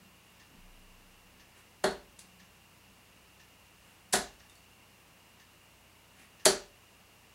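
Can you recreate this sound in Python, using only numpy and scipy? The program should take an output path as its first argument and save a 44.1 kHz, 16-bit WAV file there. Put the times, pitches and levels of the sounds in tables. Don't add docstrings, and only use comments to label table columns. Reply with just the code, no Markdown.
import sys
import numpy as np
from scipy import signal
from scipy.fft import rfft, irfft
from scipy.io import wavfile
from scipy.ndimage import uniform_filter1d

SR = 44100
rng = np.random.default_rng(int(sys.argv[2]) if len(sys.argv) > 2 else 0)


def int16_out(signal):
    q = np.round(np.clip(np.atleast_2d(signal).T, -1, 1) * 32767)
    wavfile.write(sys.argv[1], SR, q.astype(np.int16))


N = 323694
T = np.arange(N) / SR
RING_T, CONTACT_T = T[:SR], T[:4096]

# t/s, thud/dB, drum-mode boost/dB, hollow-mode boost/dB, knock/dB,
# shaft f/Hz, shaft/dB, wire click/dB, barrel ring/dB
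LANDINGS = [(1.842, -2, 0, 1.5, -2, 4280, -12.5, -15.5, -66),
            (4.1378, -1, -6.5, 5, -2, 3950, -12.5, -7, -52),
            (6.4605, -0.5, 2.5, -10, 0.5, 4450, -5, -7, -34)]
# f/Hz, level/dB, t60/s
BOARD_MODES = [(39.9, -50.5, 0.86), (59, -47, 0.58), (152.5, -42, 0.32), (189.3, -34.5, 0.28),
               (210.6, -39, 0.29), (258, -40.5, 0.37), (309, -42, 0.2), (358.3, -34.5, 0.36),
               (386.8, -20.5, 0.25), (412.4, -32.5, 0.36), (462.5, -32.5, 0.31), (581, -37, 0.44),
               (605, -33.5, 0.31), (616, -28.5, 0.23), (624.7, -24.5, 0.2), (703, -31.5, 0.24),
               (728, -30, 0.13), (790, -44, 0.25), (960, -41, 0.3), (1465, -36.5, 0.29),
               (1640, -42.5, 0.31), (1709, -39.5, 0.35), (1876, -34, 0.19)]


def board_thuds(build_cycles=0.76, wire_db=6, wire_db_per_click_db=0.66):
    def band(centre_hz, octaves):
        return np.exp(-(np.log2(np.array(BOARD_MODES)[:, 0] / centre_hz) / octaves) ** 4)

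    out = np.zeros(N)
    modes = [undb(db) * mode(hz, t60_s) * (1 - np.exp(-RING_T * hz / build_cycles))
             for hz, db, t60_s in BOARD_MODES]
    drum, hollow, wire = band(470, octaves=0.85), band(745, octaves=0.15), band(1750, octaves=0.2)
    for t_s, thud_db, drum_db, hollow_db, *_, click_db, _ in LANDINGS:
        wire_boost_db = wire_db + wire_db_per_click_db * click_db
        modes_db = thud_db + drum_db * drum + hollow_db * hollow + wire_boost_db * wire
        add(out, t_s, undb(modes_db) @ modes)
    return out


# f/Hz, level/dB
KNOCK_SPECTRUM = [(90, -51), (200, -2.5), (500, -6.5), (720, 4.5), (1150, -5), (1550, -2), (1900, -5.5),
                  (2400, -16.5), (2850, -14.5), (3400, -9.5), (4000, -12.5), (5200, -29), (15000, -47)]


def point_knocks(crunch_t60_s=0.0292, sink_s=0.0025, lead_s=0.0025, shaft_t60_s=0.031):
    out = np.zeros(N)
    for t_s, _, _, _, knock_db, shaft_hz, shaft_db, *_ in LANDINGS:
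        crunch = unit(colour(burst(crunch_t60_s, sink_s), KNOCK_SPECTRUM))
        add(out, t_s - lead_s, undb(knock_db) * room(crunch))
        shiver = unit(narrow(burst(shaft_t60_s), shaft_hz, width_hz=550))
        add(out, t_s, undb(shaft_db) * room(shiver))
    return out


# t/s, click level/dB, slide before the click/s
CLASHES = [(1.91, -29, .001), (2.1925, -25.5, .005), (4.1342, -5, .009), (4.1553, -9, .002),
           (6.196, -44, .004), (6.456, 4.5, .005), (6.4718, -16, .002)]


def contacts(seat_lag_s=0.0006, seat_slide_s=0.005, seat_slide_db=3.3, full_slide_s=0.0078,
             clash_ring_db=-58):
    seats = [(t_s + seat_lag_s, db, seat_slide_s, db + seat_slide_db, ring_db)
             for t_s, *_, db, ring_db in LANDINGS]
    clashes = [(t_s, db, slide_s, db + 20 * np.log10(slide_s / full_slide_s), db + clash_ring_db)
               for t_s, db, slide_s in CLASHES]
    return seats + clashes


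# f/Hz, level/dB
CLICK_SPECTRUM = [(200, -12), (1000, -10), (2000, -4), (3000, -6), (4400, 0.5), (5600, -3), (7100, 2),
                  (10500, 1), (11500, -6.5), (12400, -12.5), (15500, -23)]


def dart_clicks(snap_t60_s=0.007, start_pressure=0.15):
    out = np.zeros(N)
    for t_s, click_db, slide_s, slide_db, _ in contacts():
        pressure = np.interp(CONTACT_T, [0, slide_s], [start_pressure, 1], right=0)
        slide = colour(cluster(pressure), CLICK_SPECTRUM)
        add(out, t_s - slide_s, undb(slide_db) * room(slide))
        snap = colour(burst(snap_t60_s), CLICK_SPECTRUM)
        add(out, t_s, undb(click_db) * room(snap))
    return out


# f/Hz, level/dB, t60/s
DART_RESONANCES = [(3170, -1.5, 0.24), (3820, -15, 0.33), (4385, 9, 0.15), (4740, -12, 0.28),
                   (4580, 7, 0.17), (4800, -11, 0.25), (5078, -21, .22), (5630, -4, .28), (5800, -5, 0.37),
                   (6010, 8, 0.14), (6500, -19, 0.15), (6850, -27, 0.19), (8272, -24, 0.18),
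                   (9000, -31, 0.11)]


def dart_rings(build_s=0.0045):
    out = np.zeros(N)
    ring = sum(undb(db) * mode(hz, t60_s) for hz, db, t60_s in DART_RESONANCES)
    ring *= 1 - np.exp(-RING_T / build_s)
    for t_s, *_, ring_db in contacts():
        add(out, t_s, undb(ring_db) * ring)
    return out


# t/s, ping f/Hz, level/dB
BARREL_TOUCHES = [(4.497, 3620, -41), (4.554, 4480, -43)]


def barrel_chinks(touch_t60_s=0.02, tick_db=4):
    out = np.zeros(N)
    for t_s, hz, db in BARREL_TOUCHES:
        touch = burst(touch_t60_s)
        ping = unit(narrow(touch, hz, width_hz=320))
        tick = undb(tick_db) * colour(touch, CLICK_SPECTRUM)
        add(out, t_s, undb(db) * room(ping + tick))
    return out


# f/Hz, level/dB
SLEEVE_SPECTRUM = [(40, -27), (200, 13), (600, -1), (2000, 9), (5000, -6), (10500, -1.5), (15000, -20)]
# t/s, half-length/s, level/dB
ARM_MOVES = [(1.59, 0.037, -59.5), (3.89, 0.1, -66), (4.552, 0.058, -70), (6.215, 0.054, -59.5)]


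def sleeve_swishes():
    envelope = sum(undb(db) * hump(t_s, half_s) for t_s, half_s, db in ARM_MOVES)
    return envelope * colour(rng.standard_normal(N), SLEEVE_SPECTRUM)


# t/s, floor sway/dB, scuff/dB
WEIGHT_SHIFTS = [(0.559, -49.5, -61.5), (0.809, -56.5, -69)]


def feet(floor_hz=29, floor_t60_s=2.05, lean_s=0.045, scuff_half_s=0.062):
    out = np.zeros(N)
    scuff = noise_band(hz=180, width_hz=170)
    sway = mode(floor_hz, floor_t60_s) * (1 - np.exp(-RING_T / lean_s))
    for t_s, sway_db, scuff_db in WEIGHT_SHIFTS:
        add(out, t_s, undb(sway_db) * sway)
        out += undb(scuff_db) * hump(t_s, scuff_half_s) * scuff
    return out


# f/Hz, level/dB
CASE_SPECTRUM = [(600, -31), (1500, -16), (1750, 6), (2000, -5), (3300, -9.5), (6300, -8), (8500, -27),
                 (15000, -24)]


def clock(start_s=0.395, level_db=-32, rattle_t60_s=0.078, rise_s=0.0045):
    out = np.zeros(N)
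    for t_s in np.arange(start_s, T[-1], 1):
        tick = colour(burst(rattle_t60_s, rise_s), CASE_SPECTRUM)
        add(out, t_s, undb(level_db) * room(tick, wet_db=-1))
    return out


# f/Hz, level/dB
HISS_SPECTRUM = [(20, -25), (45, -4), (75, -6), (100, -11.5), (140, -5.5), (180, -2), (280, -7), (600, -9),
                 (1000, -7.5), (1500, -12), (2500, -10), (3300, -15.5), (7000, -18.5), (10000, -20),
                 (15800, -22.5)]
# f/Hz, rms level/dB
HUM_TONES = [(59.2, -74.5), (91.5, -73), (118.4, -75.5)]
# t/s, rms level/dB
DRONE_ENVELOPE = [(0, -56.5), (0.2, -73.5), (2.05, -72.7), (2.25, -64.5), (2.55, -70), (3.7, -78.5),
                  (5.0, -81.5), (7.34, -84)]


def background(hiss_db=-61, whine_db=-69):
    hiss = undb(hiss_db) * colour(rng.standard_normal(N), HISS_SPECTRUM)
    whine = undb(whine_db) * noise_band(hz=2790, width_hz=280)
    hum = sum(undb(db) * np.sqrt(2) * np.sin(2 * np.pi * (hz * T + rng.random())) for hz, db in HUM_TONES)
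    drone_db = np.interp(T, *np.transpose(DRONE_ENVELOPE))
    drone = undb(drone_db) * noise_band(hz=182, width_hz=25)
    return hiss + whine + hum + drone


# f/Hz, t60/s
ROOM_DECAY = [(150, .32), (1600, 0.3), (3000, 0.34), (6300, 0.28), (13000, 0.2)]


def room(sound, wet_db=0.5, build_s=0.0011, bands=5):
    edges_hz = np.geomspace(150, 18000, bands + 1)
    t, tail = T[:SR // 2], 0
    for low_hz, high_hz in zip(edges_hz, edges_hz[1:]):
        t60_s = lookup(ROOM_DECAY, (low_hz + high_hz) / 2)
        echoes = rng.standard_normal(len(t)) * fade(t60_s, t) * (1 - np.exp(-t / build_s))
        bandpass = signal.butter(3, [low_hz, high_hz], "band", fs=SR, output="sos")
        tail = tail + signal.sosfilt(bandpass, echoes)
    out = undb(wet_db) * signal.fftconvolve(sound, unit(tail))
    out[:len(sound)] += sound
    return out


def cluster(envelope, passes=4):
    x = rng.standard_normal(len(envelope)) * envelope
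    for _ in range(passes):
        x = irfft(np.exp(1j * np.angle(rfft(x))))
        x *= envelope / np.sqrt(uniform_filter1d(x ** 2, size=48) + 1e-12)
    return unit(x)


def burst(t60_s, rise_s=1e-4):
    return cluster(fade(t60_s, CONTACT_T) * (1 - np.exp(-CONTACT_T / rise_s)))


def mode(hz, t60_s):
    return fade(t60_s, RING_T) * np.sin(2 * np.pi * hz * RING_T)


def fade(t60_s, t):
    return np.exp(-np.log(1000) * t / t60_s)


def hump(t_s, half_s):
    return np.exp(-((T - t_s) / half_s) ** 2)


def colour(x, spectrum, size=4096):
    gain = undb(lookup(spectrum, np.fft.rfftfreq(size, 1 / SR)))
    cepstrum = irfft(np.log(gain))
    cepstrum[1:size // 2] *= 2
    cepstrum[size // 2 + 1:] = 0
    impulse = unit(irfft(np.exp(rfft(cepstrum))))
    return signal.fftconvolve(x, impulse)[:len(x)]


def narrow(x, hz, width_hz):
    b, a = signal.iirpeak(hz, hz / width_hz, fs=SR)
    return signal.lfilter(b, a, signal.lfilter(b, a, x))


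def noise_band(hz, width_hz):
    noise = narrow(rng.standard_normal(N), hz, width_hz)
    return noise / noise.std()


def lookup(points, hz):
    points_hz, values = np.transpose(points)
    return np.interp(np.log(np.maximum(hz, 1)), np.log(points_hz), values)


def undb(db):
    return 10 ** (np.asarray(db) / 20)


def unit(x):
    return x / np.sqrt(np.sum(x ** 2))


def add(track, t_s, sound):
    start = int(t_s * SR)
    track[start:start + len(sound)] += sound[:N - start]


def scene():
    darts = board_thuds() + point_knocks() + dart_clicks() + dart_rings() + barrel_chinks()
    return (darts + clock() + sleeve_swishes() + feet() + background())[None]


def record(dry, cutoff_hz=15800):
    return signal.sosfilt(signal.ellip(10, 0.2, 70, cutoff_hz, fs=SR, output="sos"), dry)


dry = scene()
out = record(dry)
int16_out(out)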